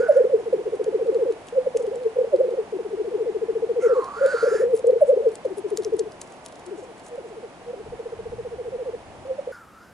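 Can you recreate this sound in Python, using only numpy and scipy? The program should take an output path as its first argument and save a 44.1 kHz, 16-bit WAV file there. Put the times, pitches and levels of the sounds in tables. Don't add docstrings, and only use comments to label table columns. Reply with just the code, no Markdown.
import sys
import numpy as np
from scipy import signal
from scipy.fft import rfft, irfft
from scipy.io import wavfile
from scipy.ndimage import uniform_filter1d, minimum_filter1d

SR = 44100
rng = np.random.default_rng(int(sys.argv[2]) if len(sys.argv) > 2 else 0)


def elevation(decibels):
    levels = np.asarray(decibels, float)
    return 10 ** (levels / 20)


def wav_out(sig):
    wavfile.write(sys.argv[1], SR, np.round(np.clip(np.atleast_2d(sig).T, -1, 1) * 32767).astype(np.int16))


N = 437907


def in_time(rows):
    s, *columns = np.transpose(rows)
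    return [np.interp(np.arange(N) / SR, s, c) for c in columns]


def at_hz(points):
    hz = np.maximum(np.arange(N // 2 + 1) * SR / N, 1)
    point_hz, value = np.transpose(points)
    return np.interp(np.log(hz), np.log(point_hz), value)


def rms_one(x):
    return x / np.sqrt(np.mean(x ** 2) + 1e-20)


def drift(rate):
    knots = rng.standard_normal(int(N / SR * 40) + 2)
    return np.interp(np.arange(N) / SR * min(rate, 39), np.arange(len(knots)), knots)


def resonance(x, hz, width_hz):
    r = np.exp(-np.pi * width_hz / SR)
    top = [(1 - r * r) / 2, 0, (r * r - 1) / 2]
    return signal.lfilter(top, [1, -2 * r * np.cos(2 * np.pi * hz / SR), r * r], x)


def moving_band(centre_hz, width_hz, skirt_db, steady=0):
    white = rng.standard_normal((4, len(centre_hz)))
    narrow = rms_one(signal.lfilter(*signal.butter(2, width_hz / 2, fs=SR), white[:2]))
    narrow = narrow / (np.hypot(*narrow) + .05) ** np.clip(steady, 0, 1)
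    wide = signal.lfilter(*signal.butter(2, 2.9 * width_hz, fs=SR), white[2:])
    slow = rms_one(narrow) + elevation(skirt_db) * rms_one(wide)
    phase = np.cumsum(2 * np.pi / SR * centre_hz)
    return rms_one(slow[0] * np.cos(phase) + slow[1] * np.sin(phase))


def diffuse(spectrum, alike):
    mid, side = rfft(rng.standard_normal((2, N))) * elevation(at_hz(spectrum))
    alike = np.clip(alike, 0, .99)
    return rms_one(irfft(np.sqrt(1 + alike) * mid + np.sqrt(1 - alike) * side * [[1], [-1]], N))


def coo(notes, wobble):
    dip_width_ms = 7.02
    power, pull, pitch = np.zeros(N), np.full(N, 1e-20), np.full(N, 450e-20)
    for s, db, swell_ms, fade_ms, from_hz, to_hz, dip_hz, edge_in, edge_out, ramp, bend in notes:
        first = max(round((s - swell_ms / 400) * SR), 0)
        i = np.arange(first, min(round((s + fade_ms / 400) * SR), N))
        ms = (i / SR - s) * 1000
        swell_ms, fade_ms = max(swell_ms, 3), max(fade_ms, 3)
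        side_ms = np.where(ms < 0, swell_ms, fade_ms)
        edge = np.where(ms < 0, edge_in, edge_out)
        shape = elevation(db - 9 * np.abs(ms / side_ms) ** edge + ramp * np.minimum(ms, 0)) ** 2
        along = np.clip((ms + swell_ms) / (swell_ms + fade_ms), -.15, 1.2)
        glide_hz = from_hz + (to_hz - from_hz) * np.sign(along) * np.abs(along) ** bend
        glide_hz = glide_hz - dip_hz * np.exp(-(ms / dip_width_ms) ** 2)
        power[i] += shape
        pull[i] += shape ** 2
        pitch[i] += shape ** 2 * np.clip(glide_hz, 240, 720)
    phase = np.cumsum(2 * np.pi / SR * pitch / pull * (1 + wobble * drift(32)))
    return np.sqrt(power) * elevation(0.85 * drift(37)) * np.sin(phase)


def rolled(notes, growth, last, late_s, gulp_db, gulp_hz):
    note_ms, late_growth_ms = 28, 24
    full = []
    for (s, db, hz), (_, _, next_hz) in zip(notes, notes[1:] + notes[-1:]):
        left_s = notes[-1][0] - s
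        late = last if left_s == 0 else 1 - (left_s - .1) / late_s
        ms = note_ms + growth * late_growth_ms * np.clip(late, min(last, 0), 1)
        accent_hz = np.clip(hz - next_hz, 0, 100)
        ms = ms * (1 - 0.004 * accent_hz)
        fall_hz = (2.8 + 0.0515 * accent_hz) * (ms - (1 - 0.44) * max(ms - note_ms, 0))
        share = min(0.67 + 0.32 * max(ms / note_ms - 1, 0), .86)
        peak_s = s + (share - .6) * ms / 1000
        full.append((peak_s, db, share * ms, (1 - share) * ms, hz + .38 * fall_hz, hz - .62 * fall_hz))
    gulps = [(s + fade_ms / 1000 + 0.00595, db + gulp_db, 7.0, 16.0, 0.95 * to_hz, gulp_hz)
             for s, db, _, fade_ms, _, to_hz in full]
    return full + gulps


def roll_edges(notes, dip_hz):
    return [(*note, dip_hz, 7, 3.0, .13, 1.8) for note in notes]


def rolls():
    # (middle [s], peak level [dB], middle pitch [Hz])
    first_roll = [(0.403, -22, 459.7), (0.477, -20.5, 454.7), (0.54, -10, 476.5), (0.592, -22.5, 412.8),
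                  (0.672, -21, 415), (0.738, -18.5, 426), (0.811, -19, 423.5), (0.884, -16.5, 431.3),
                  (0.954, -15, 432), (1.022, -16.5, 447), (1.092, -12, 450), (1.162, -13.5, 465.3),
                  (1.227, -14, 456), (1.301, -14.5, 449.5)]
    second_roll = [(2.738, -22, 418), (2.762, -23.5, 370.3), (2.802, -20.5, 452), (2.863, -24, 410),
                   (2.941, -21, 400.5), (3.011, -18.5, 423.5), (3.08, -21.5, 409), (3.153, -17.5, 420.6),
                   (3.223, -17.5, 432), (3.294, -18, 431), (3.363, -18.5, 430), (3.432, -19, 441.6),
                   (3.501, -17.5, 440), (3.569, -17.5, 439), (3.639, -17, 445.6), (3.709, -15, 457),
                   (3.783, -14, 464.6), (3.857, -10, 479), (3.919, -11.5, 502.6), (3.983, -12.5, 493)]
    broken_roll = [(5.46, -14.5, 501), (5.519, -27, 377), (5.589, -24.5, 404), (5.658, -19.5, 414),
                   (5.731, -18, 413), (5.799, -18.5, 422), (5.871, -18.5, 416), (5.94, -15.5, 440.4),
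                   (6.007, -17.5, 429), (6.072, -30, 427)]
    false_starts = [(6.727, -26, 395.4), (6.791, -32.5, 413.6), (6.837, -36, 485.4), (6.902, -39, 467),
                    (7.189, -27.5, 526), (7.257, -32.5, 447), (7.32, -34.5, 432.5), (7.381, -32, 451.6),
                    (7.444, -29.5, 485)]
    far_roll = [(7.741, -27.5, 502), (7.809, -31, 439), (7.872, -34, 430.4), (7.935, -27.5, 469),
                (8.004, -25.5, 464.8), (8.068, -25, 465), (8.134, -26.5, 457.4), (8.201, -26.5, 453),
                (8.268, -26.5, 458.3), (8.334, -26.5, 469), (8.4, -25.5, 469.4), (8.466, -26.5, 471.5),
                (8.535, -26.5, 465.5), (8.605, -25.5, 482.4), (8.675, -25.5, 477), (8.747, -23.5, 492.6),
                (8.813, -24, 497.5), (8.882, -24, 507), (8.946, -24, 483.6)]
    # growth, growth of the last note, growing time [s], gulp level [dB]
    played = [(first_roll, .25, .3, .25, -16), (second_roll, .95, .6, .2, -17.5),
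              (broken_roll, .07, .1, .25, -16), (false_starts, .07, .1, .25, -10),
              (far_roll, .98, -.3, .45, -17.5)]
    notes = [note for roll, *growing in played for note in rolled(roll, *growing, gulp_hz=308.5)]
    return roll_edges(notes, dip_hz=-5)


def syllable(sung, shape, depth):
    (s, db, hz), (swell_ms, fade_ms, from_hz, to_hz, dip_hz) = sung, shape
    peak_hz = from_hz + (to_hz - from_hz) * swell_ms / (swell_ms + fade_ms) - dip_hz
    start_hz, end_hz = hz + depth * (from_hz - peak_hz), hz + depth * (to_hz - peak_hz)
    return s, db, swell_ms, fade_ms, start_hz, end_hz, depth * dip_hz, 1.35, 1.3, 0, 1


def retimed(shapes, lengths):
    return [(*ms, *shape[2:]) for ms, shape in zip(lengths, shapes)]


def phrases():
    # (swell [ms], fade [ms], pitch at swell [Hz], pitch at fade [Hz], dip at peak [Hz])
    opening = [(2.5, 35.4, 520.4, 572, 5), (28.07, 3.7, 565, 490, 15.4), (3.98, 23.7, 570, 525, 5.3),
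               (12.18, 11.5, 605, 486, 85.6), (2.97, 8.9, 570, 454, 5.6), (9.16, 5.03, 402, 520, 6.1),
               (20.15, 12, 580.6, 465, 80.1), (8.82, 13.3, 394, 566, 5), (16.3, 9.96, 539, 402, 85.2),
               (7.9, 21, 313, 592, 4.2), (14.2, 4.5, 568, 457, 6.7), (5.1, 32, 475, 460, 4.5),
               (60.5, 19.2, 580, 550, 6.1), (12, 8, 508, 467, 13.5)]
    closing = [(3, 9.2, 480, 433, 7), (12.26, 9.77, 417, 472, 1.5), (8.66, 7.25, 539, 470, 5.5),
               (9.28, 7.3, 420, 587, 4), (8.66, 16, 600, 490, 83.5), (7.5, 9.5, 625, 515, 6.5),
               (11, 19, 455, 600, 0), (15.9, 13.07, 522.5, 570.4, 79.5), (7.46, 3.9, 400, 560, 2),
               (21.96, 7.7, 479.4, 414, 5.5), (4, 12.2, 431.4, 600, 2), (15.73, 15.14, 543.4, 402.4, 47.5)]
    # (swell [ms], fade [ms])
    opening_clipped = [(3, 28.7), (18, 6.9), (29.7, 19), (8, 6.96), (4.01, 8.3), (8.95, 4.93), (14, 13),
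                       (9, 12.6), (8, 12.5), (7.95, 12.5), (14, 5.5), (5, 25), (40, 18.3), (12, 12.2)]
    closing_clipped = [(7.39, 4.5), (6.1, 8.3), (13, 7.4), (10, 3.56), (9, 12.7), (10.96, 10.3),
                       (15.05, 6.2), (39.8, 11.77), (8.68, 3.5), (9.4, 20), (3.5, 8.28), (13.34, 17.2)]
    # (peak [s], peak level [dB], pitch at peak [Hz])
    opening_sung = [
        [(1.528, -24.5, 465), (1.587, -9.5, 509), (1.598, -22, 521), (1.674, -10, 507), (1.752, -16.5, 490),
         (1.765, -11.5, 470), (1.81, -17.5, 475.5), (1.846, -17, 469), (1.881, -17, 416), (1.918, -18.5, 449),
         (1.948, -22, 499), (1.963, -22, 480), (2.03, -27, 501), (2.066, -12.5, 437)],
        [(4.214, -14, 514), (4.261, -7, 501.6), (4.272, -18.5, 560), (4.348, -12, 454.6), (4.431, -13, 481.5),
         (4.443, -9.5, 477), (4.481, -11.5, 457), (4.526, -13, 451), (4.557, -13.5, 434), (4.606, -14, 443),
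         (4.641, -10.5, 464), (4.653, -15.5, 477), (4.725, -20.5, 515), (4.743, -7.5, 454.4)],
        [(9.255, -32.5, 510), (9.313, -17.5, 523), (9.323, -24.5, 528), (9.394, -18.5, 548),
         (9.476, -20.5, 512), (9.492, -27, 558), (9.515, -30.5, 505)],
    ]
    closing_sung = [
        [(0.008, -10, 480), (0.035, -14.5, 471), (0.101, 0.5, 592), (0.172, -6.5, 520), (0.209, -8, 461.5),
         (0.253, -9, 479), (0.271, -17.5, 504), (0.299, -20.5, 533), (0.346, -7.5, 446)],
        [(2.171, -15.5, 503), (2.19, -9.5, 493), (2.218, -13.5, 482), (2.248, -15, 502), (2.275, -23, 457.5),
         (2.344, -6.5, 548.7), (2.412, -9.5, 544), (2.452, -15.5, 467.5), (2.491, -15.0, 492),
         (2.516, -20, 481), (2.539, -18.5, 475), (2.592, -14.0, 449.5)],
        [(4.846, -10.5, 496), (4.88, -7, 477), (4.901, -6, 503), (4.935, -10.5, 477), (4.963, -13.5, 469.5),
         (5.026, -0.5, 587), (5.098, -6, 527.6), (5.135, -10, 466), (5.177, -8.5, 476.4), (5.206, -16, 452),
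         (5.223, -21, 514.4), (5.272, -9, 448.6)],
    ]
    glide_depths = [.55, .8, .35]
    clipped = retimed(opening, opening_clipped)
    notes = []
    for sung, depth, shapes in zip(opening_sung, glide_depths, [clipped, opening, clipped]):
        notes += [syllable(row, shape, depth) for row, shape in zip(sung, shapes)]
    for sung, shapes in zip(closing_sung, [closing, retimed(closing, closing_clipped), closing]):
        notes += [syllable(row, shape, 0.7494) for row, shape in zip(sung[::-1], shapes[::-1])]
    return notes


def fillings():
    # (peak [s], peak level [dB], pitch [Hz], swell [ms])
    filling = [
        (0.068, -23, 449.7, 11),
        (0.137, -24, 478.2, 9),
        (4.185, -30, 440, 24),
        (4.799, -23, 503, 8),
        (6.695, -32, 360.3, 35.9),
        (7.155, -28, 486, 43.9),
        (7.709, -26, 480, 44),
        (7.795, -37, 401, 34.6),
    ]
    return [(s, db, ms, 6.7, hz, hz, 0, 5, 1.3, 0.15, 1) for s, db, hz, ms in filling]


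def rival():
    # (peak [s], peak level [dB], pitch at swell [Hz])
    low_notes = [
        (2.346, -19.5, 404),
        (2.399, -25, 426),
        (2.463, -30, 410.3),
        (2.531, -29.5, 396),
        (5.323, -35, 456),
    ]
    # (first [s], last [s], first level [dB], last level [dB], first pitch [Hz], last pitch [Hz])
    even_rolls = [
        (0.549, 1.271, -24.5, -19, 478.5, 518),
        (2.921, 3.272, -27, -21.5, 430, 487.6),
    ]
    beat_s = .068
    notes = [(s, db, 15, 18.83, hz, 349, 0, 2.2, 2.2, 0, 1) for s, db, hz in low_notes]
    for first_s, last_s, first_db, last_db, first_hz, last_hz in even_rolls:
        count = round((last_s - first_s) / beat_s) + 1
        roll = np.linspace([first_s, first_db, first_hz], [last_s, last_db, last_hz], count).tolist()
        full = rolled(roll, growth=0.298, last=-.5, late_s=0.2503, gulp_db=-20.5, gulp_hz=330.0)
        notes += roll_edges(full, dip_hz=0)
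    return notes


def hiss(rows, width_hz, mouth_db):
    # (centre [Hz], width [Hz], level [dB])
    beak_bands = [(5900, 1100, -3), (7200, 800, 2), (8900, 820, -3), (10350, 1100, -2.5)]
    out = np.zeros(N)
    span = slice(round(rows[0][0] * SR), round(rows[-1][0] * SR) + 99)
    throat_hz, throat_db, beak_db, mouth_hz = [c[span] for c in in_time(rows)]
    flutter_hz = throat_hz * (1 + .006 * drift(30)[span])
    throat = moving_band(flutter_hz, width_hz, skirt_db=-5.5, steady=.4)
    throat = throat + elevation(-10) * moving_band(.96 * throat_hz, 300, skirt_db=-17.5)
    throat = elevation(throat_db + 1.4 * drift(35)[span]) * throat
    mouth = moving_band(mouth_hz, 200, skirt_db=-5.5)
    mouth = elevation(beak_db + mouth_db + 1.5 * drift(28)[span]) * mouth
    third = moving_band(3.02 * mouth_hz, 700, skirt_db=-2.0)
    third = elevation(beak_db + 1.5 + 2.5 * drift(25)[span]) * third
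    white = rng.standard_normal(len(mouth_hz))
    beak = np.zeros(len(white))
    for k, (hz, width, db) in enumerate(beak_bands):
        beak += (-1) ** k * elevation(db + 2.2 * drift(13)[span]) * resonance(white, hz, width)
    out[span] = throat + mouth + third + elevation(beak_db + 0.5) * rms_one(beak)
    return out


def steps(snap_ms, rustle_ms, rustle_db, ring_db):
    # (time [s], peak level [dB], ring
    # [Hz])
    pacing = [(0.1695, -40, 3320), (0.5314, -50, 3430), (0.7544, -45, 9140), (0.842, -35.5, 7050),
              (1.0695, -47, 3490), (1.1453, -37.5, 4660), (1.3116, -49, 3433), (1.3227, -40, 4174),
              (1.47, -43, 8450), (1.4847, -35, 3430), (1.769, -28.5, 2700), (1.7716, -27, 6550),
              (1.8248, -41, 6540), (1.8662, -42, 3620), (1.956, -39, 7300), (2.0333, -46, 3940),
              (2.361, -38, 4010), (2.5071, -42, 3942), (4.0433, -35.5, 5300), (4.2613, -27.5, 10100),
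              (4.7072, -50, 6705), (4.752, -38, 9520), (4.765, -33, 10100), (4.7744, -37, 6900),
              (4.792, -34, 7350), (4.8697, -29.5, 8950), (4.9072, -45.5, 3555),
              (5.2895, -44, 3890), (5.3176, -45, 4206), (5.3541, -27.5, 7200), (5.452, -39.5, 5640),
                (5.582, -32, 10600), (5.6863, -47, 5980), (5.7027, -36, 9070), (5.7723, -16.5, 7030),
                (5.785, -42, 5690), (5.8221, -38, 3620), (5.8326, -40, 3690), (5.836, -36, 5080),
                (5.8472, -22.5, 6370), (5.9357, -47, 5550), (5.9663, -41, 9440), (5.9921, -21.5, 7200),
                (5.9947, -25, 7390), (6.1195, -39, 5060), (6.2144, -22, 7500), (6.2173, -29, 7120),
                (6.2751, -43, 6710), (6.303, -45, 3990), (6.322, -44, 6420), (6.3394, -46, 5030),
                (6.3654, -55, 3450), (6.45, -43, 7400), (6.4608, -25, 6840), (6.4844, -40, 7440),
                (6.5231, -41, 4170), (6.556, -44, 5420), (6.5949, -44, 6720), (6.663, -34.5, 7380),
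                (6.9795, -50, 6760), (6.9964, -40, 5900), (7.0469, -45, 7240), (7.0643, -40, 6780),
                (7.0834, -43, 7210), (7.1566, -46, 5670)]
    lag_s = 0.0014
    footfalls = pacing
    out, ms = np.zeros(N + 4000), np.arange(-600, 1400) / SR * 1000
    grains = rng.standard_normal((len(footfalls), 2, len(ms)))
    for (s, db, hz), (sharp, soft) in zip(footfalls, grains):
        snap = sharp * np.exp(-np.abs(ms) / np.where(ms < 0, snap_ms / 0.98, snap_ms))
        snap = snap + elevation(ring_db) * resonance(snap, hz, 1400)
        rustle = elevation(rustle_db - 0.46 * db) * soft * np.exp(-np.abs(ms) / rustle_ms)
        start = round((s + lag_s) * SR)
        out[start:start + len(ms)] += elevation(db) * (snap / np.abs(snap).max() + rustle)
    return signal.sosfilt(signal.butter(2, 2200, "high", fs=SR, output="sos"), out[600:N + 600])


def crackle(grains_per_s, spread_db):
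    # (middle [s], length [ms], level [dB], centre [Hz])
    swishes = [(0.094, 20, -49, 10500), (.175, 15, -58.5, 9100), (.41, 28, -65, 6600),
               (.535, 20, -61, 9470), (.74, 35, -64, 7000), (1.49, 35, -61, 8500), (1.775, 28, -55, 7000),
               (1.8, 24, -57, 6800), (1.83, 22, -57, 8500), (2.405, 19, -62, 9000),
               (4.769, 65, -50.5, 9810), (4.875, 18, -58, 9000), (5.022, 28, -53, 10000),
               (5.085, 42, -53, 8500), (5.34, 33, -60, 10390), (5.455, 22.6, -62, 7500),
               (5.585, 28, -49, 9800), (5.69, 31, -64, 7510), (5.8, 23, -60, 7930), (5.865, 30, -62, 6760),
               (5.997, 22, -56, 7980), (6.235, 31, -57, 7500), (6.325, 15, -59, 7500),
               (6.456, 32, -57, 6990), (6.79, 46, -57, 6890), (6.839, 29, -58, 7000),
               (6.985, 26, -64, 8000), (7.069, 56, -55.5, 8000), (7.28, 45, -63, 7010)]
    out, ms = np.zeros(N + 6000), np.arange(-3000, 3000) / SR * 1000
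    draws = rng.random((len(swishes), 2, len(ms)))
    for (s, length_ms, db, hz), (mark, size) in zip(swishes, draws):
        grains = (size - .5) * elevation(spread_db * (mark < grains_per_s / SR))
        centre_hz = min(hz, 11000)
        puff = resonance(resonance(grains, centre_hz, 4200), centre_hz, 4200)
        out[round(s * SR):][:len(ms)] += elevation(db) * rms_one(puff) * np.exp(-(2 * ms / length_ms) ** 2)
    return out[3000:N + 3000]


def tree_echoes(x, t60, dull_hz):
    t = np.arange(SR // 2) / SR
    tail = rng.standard_normal((2, len(t))) * elevation(-60 * t / t60) * (t > .012)
    tail = tail + 1.6 * tail.sum(0)
    tail = signal.lfilter(*signal.butter(1, dull_hz, fs=SR), tail)
    return signal.fftconvolve(x[None], tail / np.sqrt(np.sum(tail ** 2) / 2), axes=1)[:, :N]


def wind():
    # (time [s], wind level [dB])
    weather = [(0, -74), (4.3, -69.5), (4.65, -54.5), (5.0, -64.5), (5.7, -66), (6.05, -57.5), (6.4, -68.5),
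               (7.6, -68), (7.9, -48.5), (8.1, -58.5), (8.35, -43), (8.8, -59), (9.02, -51.5), (9.2, -51.5),
               (9.4, -62)]
    wind_db, = in_time(weather)
    gusts = diffuse([(15, -23.5), (40, -12), (100, -8.0), (200, -15.0), (400, -57.5)], alike=.8)
    return elevation(wind_db + 2.8 * drift(14)) * gusts


def forest_air():
    # (frequency [Hz], level per Hz [dB])
    colour = [(18, -13), (100, -4), (700, 4.5), (1310, -7), (2600, -12), (4000, -19), (11000, -26),
              (14000, -79)]
    # (frequency [Hz], likeness [ratio])
    likeness = [(60, 0.76), (270, 1), (570, 1), (1200, 0.58), (2600, 0.066), (5500, 0.14), (11600, 0.78)]
    air = elevation(np.linspace(-43, -45, N) + 0.16 * drift(1.5)) * diffuse(colour, at_hz(likeness))
    return air + elevation(-63) * moving_band(np.full(N, 200.5), 8.0, skirt_db=-32.5)


def far_air():
    # (frequency [Hz], level per Hz [dB])
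    far_colour = [(20, -40), (60, -12), (400, -15.5), (950, -18), (1900, -25.5), (4300, -36.5),
                  (12000, -40), (15500, -50.5)]
    return elevation(-52.0) * diffuse(far_colour, 0.82)


def ports(x, leak_db):
    # (frequency [Hz], left minus right level [dB])
    port_db = [(60, 3.5), (130, 0.5), (300, 7), (570, -1.5), (1220, -2), (2580, -2.5), (5470, -0.5),
               (11000, 1)]
    # (frequency [Hz], phase the left leads by [rad])
    port_lead = [(20, 0.71), (430, -0.9), (860, -0.35), (1290, -0.98), (4390, 0.62), (7900, 0.71),
                 (11000, 0.97)]
    top_hz = 11100
    tilt = elevation(at_hz(port_db) / 2) * np.exp(.5j * at_hz(port_lead))
    cut = elevation(at_hz([(top_hz, 0), (1.01 * top_hz, leak_db), (15000, leak_db - 20), (15700, -140)]))
    return irfft(rfft(x) * [tilt, 1 / tilt] * cut, N)


def panned(x, left_minus_right_db):
    return x * elevation(left_minus_right_db * [[.5], [-.5]])


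def scene():
    # (time [s], left minus right level [dB])
    turning = [(0, -2), (1.3, -1), (2.5, -1), (3.4, 1.5), (4.0, 0), (5.3, 0.8), (5.6, 2), (6.9, 1),
               (7.15, -1.5), (8.9, -2), (9.3, -1.5)]
    # (time [s], throat resonance [Hz], throat [dB], beak hiss [dB], mouth resonance [Hz])
    breaths = [
        [(0, 1412, -38.5, -56.5, 1590), (.06, 1494, -37.5, -65.5, 1597), (.11, 1470, -42, -62, 1650),
         (.17, 1440, -48, -63, 1717), (.25, 1434, -56.5, -75.5, 1785)],
        [(3.8, 1349, -53.5, -70.5, 2010), (3.825, 1370, -44, -53.5, 2080), (3.86, 1370, -34.5, -57, 2102),
         (3.925, 1350, -37, -69, 1448), (3.96, 1090, -34, -63, 1417), (4.05, 1082, -35.5, -63, 1400),
         (4.12, 1130, -36.5, -65, 1433), (4.17, 1170, -35.5, -59.5, 1440), (4.2, 1180, -64.5, -83, 1452)],
        [(4.12, 1327, -54.5, -82.5, 1486), (4.18, 1400, -37, -59.5, 1507), (4.26, 1441, -33.5, -53.5, 1504),
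         (4.31, 1490, -32.5, -52.5, 1480), (4.36, 1380, -31.5, -54, 1476), (4.43, 1374, -32.5, -51, 1500),
         (4.47, 1385, -33, -53.5, 1643), (4.53, 1370, -37, -51.5, 1650), (4.62, 1383, -42.5, -53.5, 1727),
         (4.655, 1430, -54.5, -64.5, 1800)],
        [(9.518, 1570, -41.5, -59, 1616), (9.545, 1450, -45, -62, 1610), (9.6, 1370, -47.5, -71, 1666),
         (9.71, 1240, -54, -83, 1550), (9.82, 1410, -54, -73, 1620), (9.93, 1575, -59, -78, 1730)],
    ]
    jump_s = 9.518
    turn_db, = in_time(turning)
    voices = coo(phrases() + rolls() + fillings(), wobble=0.0116) + coo(rival(), wobble=0.0091)
    hisses = hiss(breaths[0], 35, 14.4) + hiss(breaths[1], 65, 6.4) + hiss(breaths[2], 60, 11.0)
    feet = elevation(3.5) * steps(snap_ms=0.46, rustle_ms=6.0, rustle_db=-33.0, ring_db=10.0)
    litter = feet + crackle(grains_per_s=530, spread_db=13.5)
    echoes = elevation(-25) * tree_echoes(voices + hisses + feet, t60=0.3, dull_hz=2700)
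    near = panned(voices, turn_db) + panned(hisses, np.array(-1.2))
    near = near + panned(litter, np.linspace(1, 4, N))
    overshoot = feet ** 3
    near = ports(near + echoes + forest_air() + wind(), leak_db=-79) + ports(overshoot, leak_db=25.5)
    far = hiss(breaths[3], 90, 4.0) + far_air()
    fade = np.clip((np.arange(N) / SR - jump_s) / 0.0007, 0, 1)
    return near * (1 - fade) + far * fade


def low_pass(x):
    return signal.sosfilt(signal.butter(12, 15700, fs=SR, output="sos"), x)


def record(dry):
    ceiling = .62
    peak = -minimum_filter1d(-np.abs(dry).max(0), size=131)
    gain = uniform_filter1d(np.minimum(1, ceiling / (peak + 1e-9)), size=45)
    return low_pass(dry * gain)


dry = scene()
out = record(dry)
wav_out(out)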